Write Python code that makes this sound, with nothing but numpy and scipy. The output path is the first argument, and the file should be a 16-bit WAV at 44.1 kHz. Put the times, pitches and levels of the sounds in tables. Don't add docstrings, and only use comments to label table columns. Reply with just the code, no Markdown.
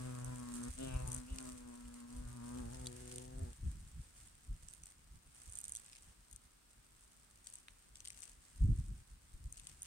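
import sys
import numpy as np
from scipy import signal
from scipy.fft import rfft, irfft, next_fast_len
from scipy.io import wavfile
from scipy.ndimage import uniform_filter1d, map_coordinates

SR = 44100
rng = np.random.default_rng(int(sys.argv[2]) if len(sys.argv) > 2 else 0)


def wav_record(signal):
    frames = np.transpose(np.atleast_2d(signal))
    bounded = np.clip(frames, -1, 1)
    quanta = np.round(bounded * 32767).astype(np.int16)
    wavfile.write(sys.argv[1], SR, quanta)


N = 434826


def amp(db):
    return 10 ** (np.asarray(db) / 20)


def unit(x):
    return x / np.sqrt(np.mean(x ** 2) + 1e-20)


def along(points, hz):
    freqs, values = np.transpose(points)
    return np.interp(np.log(hz + 1), np.log(freqs + 1), values)


def curves(rows):
    times, *columns = np.transpose(rows)
    return [np.interp(np.arange(N) / SR, times, column) for column in columns]


def wobble(rate, size=N):
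    knots = rng.standard_normal(int(size * rate / SR) + 4)
    return map_coordinates(knots, [np.arange(size) * rate / SR])


def drift(rate, size):
    knots = rng.standard_normal(int(size * rate / SR) + 2)
    return np.interp(np.arange(size) * rate / SR, np.arange(len(knots)), knots)


def swell(start, hold, attack_s, release_s):
    t = np.arange(N) / SR - start
    return np.exp(np.minimum(t, 0) / attack_s - np.maximum(t - hold, 0) / release_s)


def coloured(x, spectrum, shift=1):
    size = x.shape[-1]
    padded = next_fast_len(size + size // 8)
    gain = amp(along(np.multiply(spectrum, [shift, 1]), np.fft.rfftfreq(padded, 1 / SR)))
    return irfft(rfft(x, padded) * gain, padded)[..., :size]


def noise_pair(shared, size=N):
    common = np.sqrt(shared) * rng.standard_normal(size)
    return common + np.sqrt(1 - shared) * rng.standard_normal((2, size))


def panned(side_db):
    gains = amp(np.array([side_db, -side_db]) / 2).reshape(2, -1)
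    return gains / np.sqrt(np.mean(gains ** 2, axis=0))


# (frequency [Hz], gain [dB])
HISS_SPECTRUM = [(35, -46), (60, -35), (230, -7), (400, -17), (620, -20), (1300, -15), (1900, -20),
                 (5300, -22), (7200, -26), (8600, -18), (10200, -27), (15800, -27.5)]

def air(level_db=-71.5):
    return amp(level_db) * unit(coloured(noise_pair(0.026), HISS_SPECTRUM))


# (time [s], level [dB], eddy life [s])
PUFFS = [(.697, -39, 0.022), (0.95, -31, 0.15), (1.317, -32.5, 0.021), (2.249, -40.5, 0.15),
         (2.659, -37.5, 0.22), (3.42, -31.5, 0.13), (3.666, -29, 0.11), (3.987, -37, 0.053),
         (4.489, -38, 0.026), (4.507, -34, 0.052), (5.475, -45, 0.065), (8.619, -25, 0.025),
         (8.643, -21.5, 0.035), (8.689, -20, 0.075), (8.788, -28, 0.086), (9.348, -41, 0.01),
         (9.457, -38.5, 0.042)]
# (time [s], level [dB])
DRAUGHT = [(0, -57.5), (1.8, -61), (3, -62), (5, -64.5), (7.2, -69.5), (9.86, -61.5)]
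# (frequency [Hz], gain [dB])
RUMBLE_SPECTRUM = [(11, -26), (20, -7.5), (40, 3), (64, 0), (81, -4.5), (151, -11.5), (275, -27),
                   (334, -28.5), (500, -56), (650, -58), (1100, -120)]
THUD_SPECTRUM = [(15, -10), (50, 9.5), (90, 6.5), (140, -5), (200, -14.5), (300, -34), (480, -57),
                 (1400, -120)]

def wind_on_microphone(eddy_db=-11.5, thud_db=-2, push_s=0.00986, shared=0.95):
    eddies = [amp(db + eddy_db) * swell(s, 0, 0.75 * life, life) for s, db, life in PUFFS]
    level = np.hypot(amp(curves(DRAUGHT)[0]), np.max(eddies, axis=0))
    lumpy_air = noise_pair(shared) * amp(4.5 * wobble(22))
    out = level * unit(coloured(lumpy_air, RUMBLE_SPECTRUM))
    size = 16384
    push = np.exp(-((np.arange(size) - size // 2) / SR / push_s) ** 2 / 2)
    for s, db, _ in PUFFS:
        shift = np.exp(0.031 * (db + 30))
        thud = coloured(noise_pair(shared, size) * push, THUD_SPECTRUM, shift) * np.hanning(size)
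        start = round((s + push_s) * SR) - size // 2
        out[:, start:start + size] += amp(db + thud_db) * thud / np.max(np.abs(thud))
    return out


# (frequency [Hz], time to fall 60 dB [s])
TRUNK_DECAY = [(300, 0.072), (3000, 0.17), (12000, 0.023)]

def trunk_echo(x):
    hz, t, spectra = signal.stft(rng.standard_normal((2, SR // 6)), SR, nperseg=256)
    decay = amp(-60 * t / along(TRUNK_DECAY, hz)[:, None])
    tail = signal.istft(spectra * decay, SR, nperseg=256)[1]
    return signal.fftconvolve(x, tail / np.linalg.norm(tail[0]), axes=1)[:, :N]


# (frequency [Hz], gain [dB])
CLAW_SPECTRUM = [(1500, -16.5), (4000, -13.5), (5500, -11.5), (7300, -5.5), (8900, 0.5), (10500, -12),
                 (15500, -25.5)]
CRACK_SPECTRUM = [(500, -60), (1100, -22), (1700, -5), (2800, 6.5), (3700, 0.5), (4900, 4), (7000, 4),
                  (12000, -29)]
SCRAPE_SPECTRUM = [(1000, -11), (1800, -7.5), (2800, -10.5), (4000, -12.5), (5300, -11), (6300, -10),
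                   (7300, -7.5), (8700, -1), (9400, -8.5), (10500, -14), (12000, -22), (15500, -28)]

def rustle(strength, crunch_db, claw_db=-2.5, scrape_db=-7, scratches_per_s=200, rise_s=0.00071):
    onsets = rng.random(N) < scratches_per_s / SR
    sizes = amp(6 * np.clip(rng.standard_normal(N), -2, 1.4))
    age = np.arange(SR // 100) / SR / rise_s
    scratches = unit(signal.fftconvolve(onsets * sizes, age ** 2 * np.exp(-2 * age))[:N])
    claws = amp(claw_db) * unit(coloured(noise_pair(0.044) * scratches, CLAW_SPECTRUM))
    crunch = amp(crunch_db - 5) * unit(coloured(noise_pair(0.11) * scratches, CRACK_SPECTRUM))
    scraping = amp(scrape_db) * unit(coloured(noise_pair(0.098), SCRAPE_SPECTRUM))
    fits = amp(1.5 * wobble(18))
    return strength * fits * (claws + scraping + crunch)


# (time [s], level [dB], relative low crack [dB])
LOUD_SNAPS = [(.246, -34.5, -28), (.54, -36.5, -12), (.638, -34, -17), (.788, -38, -12), (1.0765, -30, -18),
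              (1.088, -37, -24), (1.102, -38, -17), (1.119, -28.5, -19), (1.131, -32, -26),
              (1.142, -37, -22), (1.147, -26.5, -30), (1.164, -34, -19), (1.386, -32, -3.5),
              (2.861, -37, -10), (2.87, -32, -16), (3.125, -39, -8), (3.16, -34.5, -9), (3.183, -36, -7),
              (4.686, -39, -9), (4.71, -48, -21), (4.737, -38.5, -13), (4.836, -38.5, -9),
              (4.858, -38.5, -19), (5.524, -38.5, -27), (5.535, -38, -25), (5.555, -33, -32),
              (5.573, -37, -16), (5.588, -30.5, -17), (5.604, -40, -32), (5.614, -36, -25),
              (5.642, -32, -18), (5.653, -36, -14), (5.682, -33.5, -15), (5.695, -36, -24),
              (5.722, -31, -27), (5.736, -43, -28), (5.752, -28.5, -14), (5.762, -33.5, -14),
              (5.77, -33, -17), (5.932, -50.5, 3), (5.96, -51, 0), (6.313, -44, -14), (6.333, -46, -11),
              (6.329, -40.5, -16), (6.362, -36.5, -17), (7.471, -37, -10.5), (7.539, -40, -21),
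              (7.556, -39, -24), (7.684, -50, 9.5), (7.957, -41, -8), (8.005, -40.5, -6), (8.052, -40, -5),
              (8.057, -39, -2.5), (8.075, -37.5, -3.5), (8.084, -36.5, -9), (8.104, -38.5, -4),
              (8.221, -39.5, -12), (8.233, -41.5, -4), (8.238, -40, -17), (9.526, -33.5, -30),
              (9.572, -41, -21), (9.598, -42.5, -7), (9.671, -37.5, -4.5), (9.821, -33, -28),
              (9.831, -33, -19)]
# (frequency [Hz], gain [dB])
SNAP_SPECTRUM = [(900, -60), (2500, -17), (4500, -79), (6200, 7), (7200, -3), (8500, 12.5), (9500, 7.5),
                 (10500, -7), (12000, -5.5), (15500, -58)]

def fibre_snaps(lesser_snaps, width_s=0.00055, size=1024):
    from_peak = np.abs(np.arange(size) - size // 2) / SR / width_s
    envelope = np.exp(-from_peak ** 2 / 2) + 0.23 * np.exp(-from_peak / 3)
    out = np.zeros((2, N + 2 * size))
    for s, db, crack_db in LOUD_SNAPS + lesser_snaps:
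        snap_shift = np.exp(0.065 * rng.uniform(-1, 1))
        snap = amp(-6) * unit(coloured(noise_pair(0.14, size), SNAP_SPECTRUM, snap_shift))
        crack_shift = min(np.exp(-0.045 * (crack_db + 3)), 1.35)
        crack = amp(crack_db - 5) * unit(coloured(noise_pair(0.4, size), CRACK_SPECTRUM, crack_shift))
        start = round(s * SR)
        out[:, start:start + size] += amp(db) * envelope * (snap + crack)
    return out[:, size // 2:][:, :N]


def nibbles(strength, crunch_db, per_s=56, over_rustle_db=11.5, spread_db=5.5, thin_db=-13.5):
    delays, sizes = rng.random((1024, 2)).T
    times = (np.arange(len(delays)) + 2 * delays) / per_s
    sizes_db = over_rustle_db + spread_db * (2 * sizes - 1)
    return [(i / SR, 20 * np.log10(strength[i] + 1e-9) + db, crunch_db[i] + thin_db)
            for i, db in zip((times * SR).astype(int), sizes_db) if i < N]


# (start [s], hold [s], level [dB], relative low crunch [dB], left over right [dB])
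BOUTS = [(0.165, .21, -67, -22, -8), (0.544, 0.15, -55.5, -17, -3.5), (0.787, 0.18, -57.5, -9, -1),
         (1.082, 0.09, -54, -11, 1), (1.322, .19, -57.5, -27, 0.5), (2.449, 0.35, -65.5, -0.5, 0),
         (2.847, 0.043, -66, -18, 4), (3.078, 0.15, -59.5, -0.5, 0.5), (4.16, 0.11, -65, -22, -1),
         (4.617, 0.15, -65, -23, -5.5), (4.865, 0.037, -64, -14, -1), (5.355, 0.14, -61.5, -29, -2.5),
         (5.533, 0.28, -62, -17, -5), (5.86, 0.12, -66, 2.5, 0), (6.32, 0.027, -73, -17, 7),
         (7.462, 0.11, -61, -7, 2), (7.969, 0.16, -66, 1.5, 3.5), (8.167, 0.099, -59, -4, 5),
         (9.546, 0.17, -65.5, -1, 4), (9.856, .03, -54, 0, 1.5)]

def workers(right_lag_samples=16):
    bouts = np.array([amp(db) * swell(s, hold, attack_s=0.02, release_s=0.032)
                      for s, hold, db, _, _ in BOUTS])
    strength = bouts.sum(axis=0)
    crunch_db, side_db = np.array(BOUTS)[bouts.argmax(axis=0), -2:].T
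    chewing = rustle(strength, crunch_db) + fibre_snaps(nibbles(strength, crunch_db))
    left, right = chewing * panned(side_db)
    return np.array([left, np.roll(right, right_lag_samples)])


# (time [s], level [dB])
COLONY_STIR = [(0, -54.5), (1.8, -61), (2.9, -57), (3.9, -62), (5.1, -68.5), (6, -64.5), (6.6, -69.5),
               (7.7, -66.5), (8.6, -63), (9.2, -66.5), (9.86, -63)]

def nest(echo_db=-16):
    stir = rustle(amp(curves(COLONY_STIR)[0]), crunch_db=-24, claw_db=-6, scrape_db=-5.5)
    direct = stir + workers()
    return direct + amp(echo_db) * trunk_echo(direct)


# (time [s], peak level [dB], pitch [Hz])
FLAKES = [(1.855, -60, 2950), (2.859, -44, 3650), (2.87, -48, 3400), (2.87, -41, 4630), (2.87, -41.5, 4070),
          (7.47, -52, 4740)]

def comb_flakes(t60_s=0.022):
    t = np.arange(SR // 10) / SR
    out = np.zeros(N)
    for s, db, hz in FLAKES:
        ring = np.sin(2 * np.pi * hz * t + 0.5 * drift(430, len(t)))
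        out[round(s * SR):][:len(t)] += amp(db - 60 * t / t60_s) * ring
    return out


# (frequency [Hz], gain [dB])
BODY_SPECTRUM = [(290, 7), (370, -1), (500, 3.5), (630, 4.5), (750, -6), (950, -24.5)]
BUZZ_SPECTRUM = [(650, -16), (790, -12), (880, 2.5), (1030, 2.5), (1250, -0.5), (1450, -3.5), (1650, -2.5),
                 (1900, -6.5), (2300, -50)]
RASP_SPECTRUM = [(2100, -25), (2500, -7), (2750, 0), (2950, 0), (3250, -7), (3600, -21), (6000, -35)]
# (time [s], centre [Hz], gain [dB])
REFLECTION = [(.1, 1120, 2), (.5, 1020, 5.5), (.8, 1100, -12), (.95, 980, 6), (1.08, 925, 10),
              (1.25, 1000, 1), (2.25, 980, 0), (2.45, 990, 4), (2.58, 861, 8), (2.9, 860, 13.5)]
# (frequency [Hz], gain [dB])
INSIDE_SPECTRUM = [(370, 15), (500, 8), (630, -4), (760, 4.5), (900, -5.5), (1300, -2.5), (2000, -5)]
CRUISE_HZ = 130

def wing_overtones(phase, pitch, rough, inside, body, buzz, rasp, reflection_width_hz=80):
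    size = len(pitch)
    orders = np.arange(3, 34)
    shares = [amp(along(shape, orders * np.mean(pitch))) for shape in (BODY_SPECTRUM, BUZZ_SPECTRUM)]
    body_shares, buzz_shares = [share / np.linalg.norm(share) for share in shares]
    rasp_shift = (pitch / CRUISE_HZ) ** 4.5
    centre_hz, lift_db = [curve[:size] for curve in curves(REFLECTION)]
    out = np.zeros((2, size))
    for k, body_share, buzz_share in zip(orders, body_shares, buzz_shares):
        hz = k * pitch
        edge = rasp * amp(along(RASP_SPECTRUM, hz / rasp_shift)) / 2
        strength = np.sqrt(2) * (body * body_share + buzz * buzz_share + edge)
        fading_db = 3.2 * drift(12, size)
        reflection_db = lift_db / (1 + ((hz - centre_hz) / reflection_width_hz) ** 2)
        hollow_db = inside * along(INSIDE_SPECTRUM, hz)
        smear = rough * drift(70, size) + rng.normal()
        out += strength * amp(fading_db + reflection_db + hollow_db) * np.cos(k * phase + smear)
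    return out


def wing_turbulence(phase, rough, inside, body, buzz, rasp, wake_db=-4, swish_db=-7):
    pulses = (2 + np.cos(phase)) ** 2
    low, mid, high = [unit(coloured(noise_pair(0.093, len(rough)) * pulses, shape))
                      for shape in (BODY_SPECTRUM, BUZZ_SPECTRUM, RASP_SPECTRUM)]
    wake = rough * (body * low + (2 - inside) * buzz * mid)
    return amp(wake_db) * wake + amp(swish_db) * rasp * high


# (time [s], stroke tone over octave [dB])
HEADING = [(0, 3), (.3, 9.5), (.43, -9), (.56, -19), (.68, -4), (.8, -11), (.9, 3.5), (1.04, 18.5),
           (1.24, -12), (1.9, -21), (2.13, -18), (2.28, 7.5), (2.48, -9.5), (2.6, -8), (2.72, 3), (3.45, 1)]

def stroke_tones(phase, near_db, boost_db=13, sway_db=1.1):
    size = len(near_db)
    balance_db = curves(HEADING)[0][:size]
    octave_db = near_db + boost_db - 10 * np.log10(1 + amp(balance_db) ** 2)
    return np.sqrt(2) * sum(amp(db + sway_db * drift(21.97, size)) * np.sin(k * phase)
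                            for k, db in ((1, octave_db + balance_db), (2, octave_db)))


# (start [s], hold [s], rasp level [dB], low overtone gain [dB])
SPURTS = [(0.804, 0.096, -65, 4.5), (0.878, 0.09, -62, -1.5), (1.285, 0.04, -70.5, 2)]

def wing_effort(pitch, near_db, level_rough=0.4, turn_rough=0.62, sharp_turn_hz_per_s=130):
    spurts = np.array([swell(s, hold, attack_s=0.013, release_s=0.046)[:len(pitch)]
                       for s, hold, _, _ in SPURTS])
    rasp_db, lift_db = np.array(SPURTS)[:, -2:].T
    turning = uniform_filter1d(np.abs(np.gradient(pitch, 1 / SR)), size=4096) / sharp_turn_hz_per_s
    rough = level_rough + (turn_rough - level_rough) * np.minimum(turning, 1) ** 2
    rough *= 1 - spurts.max(axis=0) / 3
    force_db = 0.52 * (pitch - CRUISE_HZ)
    body = amp(near_db + 4 + force_db + lift_db @ spurts)
    buzz = amp(near_db - 3.5)
    rasp = amp(near_db - 26) + np.max(amp(rasp_db)[:, None] * spurts, axis=0)
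    return rough, (body, buzz, rasp)


# (time [s], pitch [Hz])
WINGBEAT = [(0.0, 125.8), (0.074, 127.8), (0.168, 122.9), (0.296, 127.1), (0.46, 121), (0.622, 120.4),
            (0.825, 132.9), (.96, 127.4), (1.188, 124.6), (1.254, 122), (1.3, 131.9), (1.66, 121.5),
            (2.02, 119.5), (2.22, 123.7), (2.26, 119.7), (2.36, 122.5), (2.405, 116.6), (2.44, 121.2),
            (2.54, 121.5), (2.58, 127.2), (2.65, 117.7), (2.69, 117.8), (2.75, 129.2), (2.93, 121.7),
            (3.44, 129.4), (3.48, 118.7), (3.52, 117.3)]
# (time [s], level [dB])
NEARNESS = [(0, -59.5), (.3, -60), (.42, -62), (.68, -58), (.82, -61.5), (.96, -58.5), (1.16, -63),
            (1.29, -70.5), (1.48, -63), (1.6, -69.5), (1.69, -66), (1.87, -69), (2.15, -66.5),
            (2.45, -63.5), (2.6, -59), (2.75, -66), (2.86, -64.5), (3.0, -70), (3.28, -69), (3.4, -67.5)]
FALTER_S, FALTER_HALF_S, FALTER_DB = 0.737, 0.043, -22
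ENTER_S, INSIDE_S = 2.42, 3.017
SILENT_S, STOPPING_S = 3.56, 0.081

def hornet(side_db=5, jitter=0.006, left_lead_s=0.00078):
    size = int(np.ceil(SILENT_S) * SR)
    t = np.arange(size) / SR
    pitch, near_db = [curves(rows)[0][:size] for rows in (WINGBEAT, NEARNESS)]
    near_db += FALTER_DB * np.exp(-((t - FALTER_S) / FALTER_HALF_S) ** 4)
    inside = np.clip((t - ENTER_S) / (INSIDE_S - ENTER_S), 0, 1)
    rough, gains = wing_effort(pitch, near_db)
    phase = 2 * np.pi * np.cumsum(pitch * (1 + jitter * wobble(39.89, size))) / SR
    lead_s = left_lead_s * (1 - inside / 4)
    phase = phase + np.pi * pitch * lead_s * np.array([[1], [-1]])
    tones = stroke_tones(phase, near_db) * panned(side_db / 5)
    overtones = np.sqrt(1 - rough ** 2) * wing_overtones(phase, pitch, rough, inside, *gains)
    turbulence = wing_turbulence(phase, rough, inside, *gains)
    out = tones + (overtones + turbulence) * panned(side_db)
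    out *= amp(0.9 * drift(60, size))
    out *= np.clip((SILENT_S - t) / STOPPING_S, 0, 1) ** 2
    return np.pad(out, ((0, 0), (0, N - size)))


def scene():
    return hornet() + wind_on_microphone() + air() + nest() + comb_flakes()


def record(dry):
    top_hz = 15850
    padded = next_fast_len(N + SR // 4)
    passband = np.fft.rfftfreq(padded, 1 / SR) < top_hz
    return irfft(rfft(dry, padded) * passband, padded)[:, :N]


dry = scene()
out = record(dry)
wav_record(out)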